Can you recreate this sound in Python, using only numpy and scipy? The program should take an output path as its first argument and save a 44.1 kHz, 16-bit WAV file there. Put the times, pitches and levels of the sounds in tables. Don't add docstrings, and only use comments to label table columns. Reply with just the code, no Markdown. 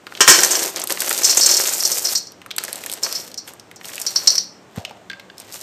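import sys
import numpy as np
from scipy import signal
from scipy.fft import rfft, irfft
from scipy.io import wavfile

SR = 44100
rng = np.random.default_rng(int(sys.argv[2]) if len(sys.argv) > 2 else 0)


def output_pcm(signal):
    pcm = np.clip(np.atleast_2d(signal).T, -1, 1) * 32767
    wavfile.write(sys.argv[1], SR, np.round(pcm).astype(np.int16))


N = 247842

# (frequency [Hz], width [Hz], relative level [dB])
BOTTOM_MODES = [(369.5, 50, 1), (1036, 64, 3.5), (1340, 100, 0), (1588, 87, 5.5), (1864, 48, 7),
                (2256, 100, 1), (3117, 360, 0)]


def from_db(db):
    return 10 ** (np.asarray(db) / 20)


def rms_one(x):
    return x / np.sqrt(np.mean(x ** 2) + 1e-20)


def white():
    return rng.standard_normal(N)


def band(x, low_hz, high_hz):
    return signal.sosfilt(signal.butter(2, [low_hz, high_hz], "band", fs=SR, output="sos"), x)


def resonate(x, hz, width_hz):
    r = np.exp(-np.pi * width_hz / SR)
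    feedback = [1, -2 * r * np.cos(2 * np.pi * hz / SR), r * r]
    return signal.lfilter(np.array([1, 0, -1]) * (1 - r * r) / 2, feedback, x)


def body(x, modes):
    out = 0
    for k, (hz, width_hz, db) in enumerate(modes):
        out = out + (-1) ** k * from_db(db) * resonate(x, hz, width_hz)
    return out


def dying(t60_s, length_s):
    return from_db(-60 * np.arange(int(length_s * SR)) / SR / max(t60_s, .002))


def through(x, response):
    return signal.fftconvolve(x, response / np.sqrt(np.sum(response ** 2)))[:N]


def bursts(start_s, db, t60_s):
    touch_db, touch_t60_s, rise_s = 2.5, 0.0053, 0.001
    power = np.zeros(N + SR)
    touch = (from_db(touch_db) * dying(touch_t60_s, .4)) ** 2
    starts = np.round(start_s * SR).astype(int)
    for start, gain, fall_s in zip(starts, from_db(db), t60_s):
        power[start:start + len(touch)] += gain ** 2 * (dying(fall_s, .4) ** 2 + touch)
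    r = np.exp(-1 / (rise_s * SR))
    return np.sqrt(signal.lfilter([1 - r], [1, -r], power[:N]))


def lingering(envelope, t60_s):
    r = from_db(-120 / (t60_s * SR))
    return np.sqrt(signal.lfilter([1 - r], [1, -r], envelope ** 2))


def gritty():
    lumps_db = 2.0 * rms_one(band(white(), 43, 300))
    return rms_one(white() * from_db(lumps_db))


def background():
    murmur_db = -47
    # (frequency [Hz], relative density [dB per Hz])
    spectrum = [(25, -21.5), (60, -10.5), (130, 7.5), (300, 13), (700, 9), (1100, 5), (2500, -2.5),
                (5000, -9), (8000, -8.5), (15000, -24)]
    # (frequency [Hz], width [Hz], rms level [dB])
    hum_tones = [(101, 27, -58), (183.7, 8.6, -58)]
    hz, points = np.fft.rfftfreq(N, 1 / SR) + 1, np.array(spectrum)
    colour = from_db(np.interp(np.log(hz), np.log(points[:, 0]), points[:, 1]))
    out = from_db(murmur_db) * rms_one(irfft(rfft(white()) * colour, N))
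    for tone_hz, width_hz, db in hum_tones:
        out = out + from_db(db) * rms_one(resonate(white(), tone_hz, width_hz))
    return out


def flow():
    swell_db_per_s, ebb_db_per_s = 491.5, 255.5
    dull_offset_db, dull_follows, dull_loss_db_per_s = -13.5, 0.62, 1.5
    # (start [s], length [s], first level [dB], last level [dB], treble over middle [dB])
    rattle_surges = [(0.042, 0.24, -61, -29.5, -1.5), (0.283, 0.4, -21, -28.5, 4),
                     (0.766, 0.068, -28, -36.5, -7), (0.908, 0.033, -26.5, -35.5, 4),
                     (1.003, .68, -28.5, -25.5, 5.5), (1.709, 0.414, -32.5, -32.5, 11.5),
                     (2.605, 0.37, -38.5, -40.5, -0.5), (3.043, .22, -32.5, -42.5, 4),
                     (3.49, 0.012, -40.5, -48, 3), (3.854, 0.513, -39, -35.5, 2.5),
                     (4.776, 0.011, -37, -41, -19), (5.398, 0.12, -44, -47, -18),
                     (5.54, .08, -39.5, -42.5, 4.5)]
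    t = np.arange(0, N + 64, 64) / SR
    start_s, length_s, first_db, last_db, treble_db = np.transpose(rattle_surges)[:, :, None]
    db = first_db + (last_db - first_db) * np.clip((t - start_s) / length_s, 0, 1)
    db = db - swell_db_per_s * np.maximum(start_s - t, 0)
    db = db - ebb_db_per_s * np.maximum(t - start_s - length_s, 0)
    dull_db = dull_offset_db + dull_follows * last_db + db - last_db - dull_loss_db_per_s * t
    sample_s = np.arange(N) / SR
    return [np.interp(sample_s, t, level.max(axis=0)) for level in (dull_db, db, db + treble_db)]


def stream():
    contacts_per_s, size_spread_db, rattle_q = (1100, 1600, 2200), 3.5, 4.4 / 4.8
    flutter_db, treble_fall_hz = 2, 13100
    boom_db, boom_loss_db_per_s = 13.5, 4.5
    # (frequency [Hz], width [Hz], relative level [dB])
    hollows = [(527, 233, 3.5), (1094, 81, -3)]
    levels_db = flow()
    flutter = from_db(flutter_db * rms_one(band(white(), 4.9, 33.0)))
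    edges_hz, out = [330, 1200, 7500, 12500], 0
    for k in range(3):
        sizes_db = size_spread_db * np.minimum(rng.exponential(1, N), 5)
        sizes = from_db(sizes_db) * rng.choice([-1, 1], N)
        clicks = sizes * (rng.random(N) < contacts_per_s[k] / SR) + 1e-18
        dealt = rng.integers(0, 8, N)
        rings = 0
        for j, hz in enumerate(np.geomspace(edges_hz[k], edges_hz[k + 1], 8)):
            rings = rings + resonate(clicks * (dealt == j), hz, hz / rattle_q)
        if k == 0:
            boom = from_db(boom_db - boom_loss_db_per_s * np.arange(N) / SR)
            rings = rings + boom * body(rings, BOTTOM_MODES[:1]) + body(rings, hollows)
        if k == 2:
            rings = band(rings, 4400, treble_fall_hz)
        out = out + from_db(levels_db[k]) * rms_one(rings)
    return flutter * out


def clacks():
    knock_t60_s, tick_t60_s, knock_q = 0.034, 0.023, 3.05
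    # (time [s], relative knock level [dB], pitch [Hz], relative tick level [dB])
    clack_table = [(0.068, -17.5, 1320, -60), (0.123, -26, 1445, -65), (0.151, -22, 3160, -44),
                   (0.174, -20.5, 2960, -46), (0.761, -12, 6100, -21), (0.773, -22, 5030, -24),
                   (0.798, -20, 5800, -17), (0.817, -12, 5800, -34), (0.839, -20.5, 1050, -13.5),
                   (0.873, -20.5, 4100, -14), (0.898, -20, 1530, -17), (0.923, -16, 5330, -8),
                   (0.974, -14, 1560, -38), (1.005, -9.5, 5500, -11), (1.019, -10, 1820, -23),
                   (1.055, -32, 5500, -31), (1.094, -17, 5540, -9), (1.111, -9, 1530, -21),
                   (1.128, -14, 5400, -10), (1.178, -12, 5900, -14), (1.348, -18, 5700, -14),
                   (2.128, -29, 3500, -33), (2.32, -32, 5000, -37.5), (2.417, -26, 1680, -52),
                   (2.462, -24.5, 1210, -33), (2.507, -18.5, 3300, -49), (2.512, -14.5, 3300, -48),
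                   (2.564, -29, 3350, -21), (2.582, -12, 1800, -32), (2.583, -10, 4400, -12),
                   (2.638, -22, 1450, -16), (2.65, -21.5, 5640, -23), (2.681, -18, 1690, -30),
                   (2.729, -18, 4770, -15.5), (2.757, -25, 4430, -19), (2.838, -23.5, 2300, -27),
                   (2.862, -19, 1860, -17), (2.898, -22, 3200, -20), (2.916, -23, 4510, -15.5),
                   (2.926, -22, 4470, -16), (2.937, -22, 5510, -15), (3.064, -12, 1230, -35),
                   (3.126, -14, 5660, -18), (3.316, -28, 4400, -37), (3.343, -24, 5130, -33),
                   (3.477, -27, 3000, -31), (3.536, -36, 900, -31), (3.597, -28, 5440, -45),
                   (3.714, -29.5, 1860, -39), (3.813, -27, 1860, -52), (3.845, -23, 2830, -58),
                   (3.855, -26, 4930, -28), (3.893, -27, 1890, -46), (3.917, -29, 2300, -44),
                   (3.956, -27, 5020, -22.5), (3.98, -20, 2680, -30), (4, -32, 5530, -20),
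                   (4.016, -23, 5570, -14), (4.158, -20.5, 1000, -32), (4.279, -16, 900, -34),
                   (4.76, -27, 1090, -37), (4.85, -13, 2900, -49), (4.895, -30, 2960, -60),
                   (4.91, -24.5, 780, -65), (4.97, -35.5, 900, -60), (5.099, -22, 3600, -54),
                   (5.197, -27, 3900, -61), (5.381, -29, 5300, -32), (5.4, -30, 5000, -24),
                   (5.524, -27.5, 5100, -31), (5.542, -29, 5600, -23.5), (5.612, -25.5, 5000, -26)]
    out, size = np.zeros(N + SR), SR // 10
    snap = 1 + from_db(5.5) * dying(0.0044, .1)
    noises = rng.standard_normal((len(clack_table), 2, size))
    for (start_s, knock_db, hz, tick_db), noise in zip(clack_table, noises):
        knock = rms_one(resonate(noise[0], hz, hz / knock_q)) * dying(knock_t60_s, .1)
        tick = rms_one(band(noise[1], 7900, 12000)) * dying(tick_t60_s, .1)
        clack = from_db(knock_db - 7) * knock + from_db(tick_db - 1.0) * tick
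        out[round(start_s * SR):][:size] += snap * clack
    return out[:N]


def strikes():
    bare_db, buried_db, burial_s = -3, -31.5, 1.0
    # (time [s], relative wall level [dB], rim over wall [dB], clatter t60 [s])
    strike_table = [(0.2057, 1.5, -3.5, 0.12), (0.2769, 5, -3.5, 0.28), (0.299, 8, 3.5, 0.033),
                    (0.3426, -8.5, -11.5, 0.11), (0.387, -4.5, -7, 0.09), (0.4332, 3, -3.5, 0.03),
                    (0.446, -8, 1.5, 0.043), (0.5074, -12, 2.5, 0.22), (0.552, -5, -9, 0.047),
                    (0.5916, -21.5, 10.5, 0.064), (0.623, -13.5, -3, 0.058), (1.233, -3.5, -9, 0.025),
                    (1.243, -2, -4, 0.18), (1.294, -2, -12.5, 0.18), (1.309, -9.5, 2, 0.054),
                    (1.3706, -13.5, 8, 0.15), (1.4083, 0, -9.5, 0.11), (1.428, 0, -14, 0.14),
                    (1.4602, 0.5, 0.5, 0.046), (1.4875, -3, -10, 0.14), (1.512, -3, -5, 0.09),
                    (1.539, -4.5, -6, 0.08), (1.568, -2.5, -2.5, 0.055), (1.603, -8, -8, 0.066),
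                    (1.636, -13.5, -1, 0.041), (1.673, -10, -1, 0.04), (1.691, -15, 5, 0.032),
                    (1.7326, -15.5, 5.5, 0.074), (1.8038, -6.5, -11, 0.029), (1.834, -7, -17, 0.037),
                    (1.8505, -3.5, -6, 0.067), (1.9156, -10.5, -1.5, 0.096), (2.049, -3.5, -16.5, 0.079),
                    (2.068, -12, -10, 0.049), (2.0826, -7, -17, 0.04), (2.151, 1, -13, 0.058),
                    (2.176, -16.5, 0.5, 0.051), (2.2695, -23.5, -15, 0.05), (3.0324, -5, -11, 0.08),
                    (3.1083, -21, -26, 0.32), (3.1493, -9.5, -17, 0.1), (3.199, -17, -11, 0.025),
                    (3.375, -14.5, -13.5, 0.082), (3.76, -29, -6.5, 0.056), (4.0149, -19, -4.5, 0.051),
                    (4.065, 0, -14, 0.036), (4.159, 3.5, -24, 0.04), (4.273, 9, -14, 0.034),
                    (4.2791, 3, -15, 0.021), (4.3026, 2.5, -19, 0.013), (4.352, -9, -47, 0.08),
                    (4.3797, 4.5, -19.5, 0.021)]
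    start_s, wall_db, rim_db, t60_s = np.transpose(strike_table)
    buried = np.clip((start_s - start_s[0]) / burial_s, 0, 1)
    bottom_db = wall_db + bare_db + buried * (buried_db - bare_db)
    return [bursts(start_s, db, t60_s) for db in (wall_db, bottom_db, wall_db + rim_db)]


def steel():
    ring_cut_s = 2.332
    tail_db, tail_t60_s, bottom_lowest_hz = -22, 0.47, 308
    # (frequency [Hz], width [Hz], relative level [dB])
    wall_modes = [(4400, 480, -5), (5230, 360, -1), (5750, 480, -1)]
    # (relative level [dB], t60 [s])
    wall_rings = [(-18.5, 0.2), (-12.5, 0.03), (-15, 0.16)]
    # (frequency [Hz], width [Hz], relative level [dB])
    rim_modes = [(6210, 67, 9.5), (7200, 1200, 3), (8840, 470, 3), (11900, 5200, -12)]
    on_wall, on_bottom, on_rim = strikes()
    before = np.arange(N) < ring_cut_s * SR
    wall = body(body(on_wall * gritty(), wall_modes), wall_modes) * from_db(8)
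    for (hz, width_hz, _), (db, t60_s) in zip(wall_modes, wall_rings):
        crowd = rms_one(resonate(resonate(white(), hz, width_hz), hz, width_hz))
        ringing = before * lingering(on_wall, t60_s) + lingering(on_wall * ~before, t60_s)
        wall = wall + from_db(db) * ringing * crowd
    rim = on_rim * rms_one(body(gritty(), rim_modes)) * from_db(-1.5)
    bottom = on_bottom * rms_one(body(gritty(), BOTTOM_MODES)) * from_db(-2.5)
    tail = lingering(on_bottom, tail_t60_s) * rms_one(body(white(), BOTTOM_MODES))
    return wall + rim + band(bottom + from_db(tail_db) * tail, bottom_lowest_hz, 9000)


def taps():
    tap_t60_s = 0.015
    # (time [s], relative level [dB])
    tap_table = [(3.477, -24), (3.494, -37), (5.0995, -16), (5.113, -17), (5.131, -16.5), (5.197, -23),
                 (5.299, -22.5)]
    # (frequency [Hz], width [Hz], relative level [dB])
    tub_modes = [(1603, 68, 13), (2160, 290, 2.5), (2870, 520, -1), (3500, 150, 2.5), (4420, 440, -4)]
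    start_s, db = np.transpose(tap_table)
    envelope = bursts(start_s, db, np.full(len(start_s), tap_t60_s))
    return body(envelope * white() + 1e-18, tub_modes)


def bump():
    tail_db, tail_t60_s = -39.5, 1
    # (time [s], frequency [Hz], Gaussian sigma [s], sine level [dB])
    wobbles = [(4.7798, 170, .0026, -15), (4.789, 95, .008, -26)]
    t = np.arange(N) / SR
    since_s = t - wobbles[0][0]
    knock = from_db(-14) * rms_one(band(white(), 150, 800))
    fall = (since_s > 0) * from_db(tail_db - 60 * np.abs(since_s) / tail_t60_s)
    out = fall * rms_one(band(white(), 530, 755))
    for centre_s, hz, sigma_s, db in wobbles:
        late_s = t - centre_s
        swing = np.sin(2 * np.pi * hz * late_s) + knock
        out = out - from_db(db) * np.exp(-(late_s / sigma_s) ** 2 / 2) * swing
    return out


def kitchen(x):
    delay_s, t60_s, cut_hz = 0.0065, 0.36, 6700
    tail = band(rng.standard_normal(SR // 2), 130, cut_hz) * dying(t60_s, .5)
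    return through(x, np.concatenate([np.zeros(int(delay_s * SR)), tail]))


def scene():
    room_db = -16
    near = steel() + clacks() + stream() + taps()
    return (near + from_db(room_db) * kitchen(near) + bump() + background())[None]


def record(dry):
    dip_hz, dip_width_hz, dip_share = 10170, 3520, 0.74
    bass_cut_hz, stopband_hz = 85, 15644
    coloured = dry - dip_share * resonate(dry, dip_hz, dip_width_hz)
    clipped = .9 * coloured / (1 + np.abs(coloured) ** 8) ** (1 / 8)
    thinned = signal.sosfilt(signal.butter(1, bass_cut_hz, "high", fs=SR, output="sos"), clipped)
    return signal.sosfilt(signal.cheby2(14, 60, stopband_hz, fs=SR, output="sos"), thinned)


dry = scene()
out = record(dry)
output_pcm(out)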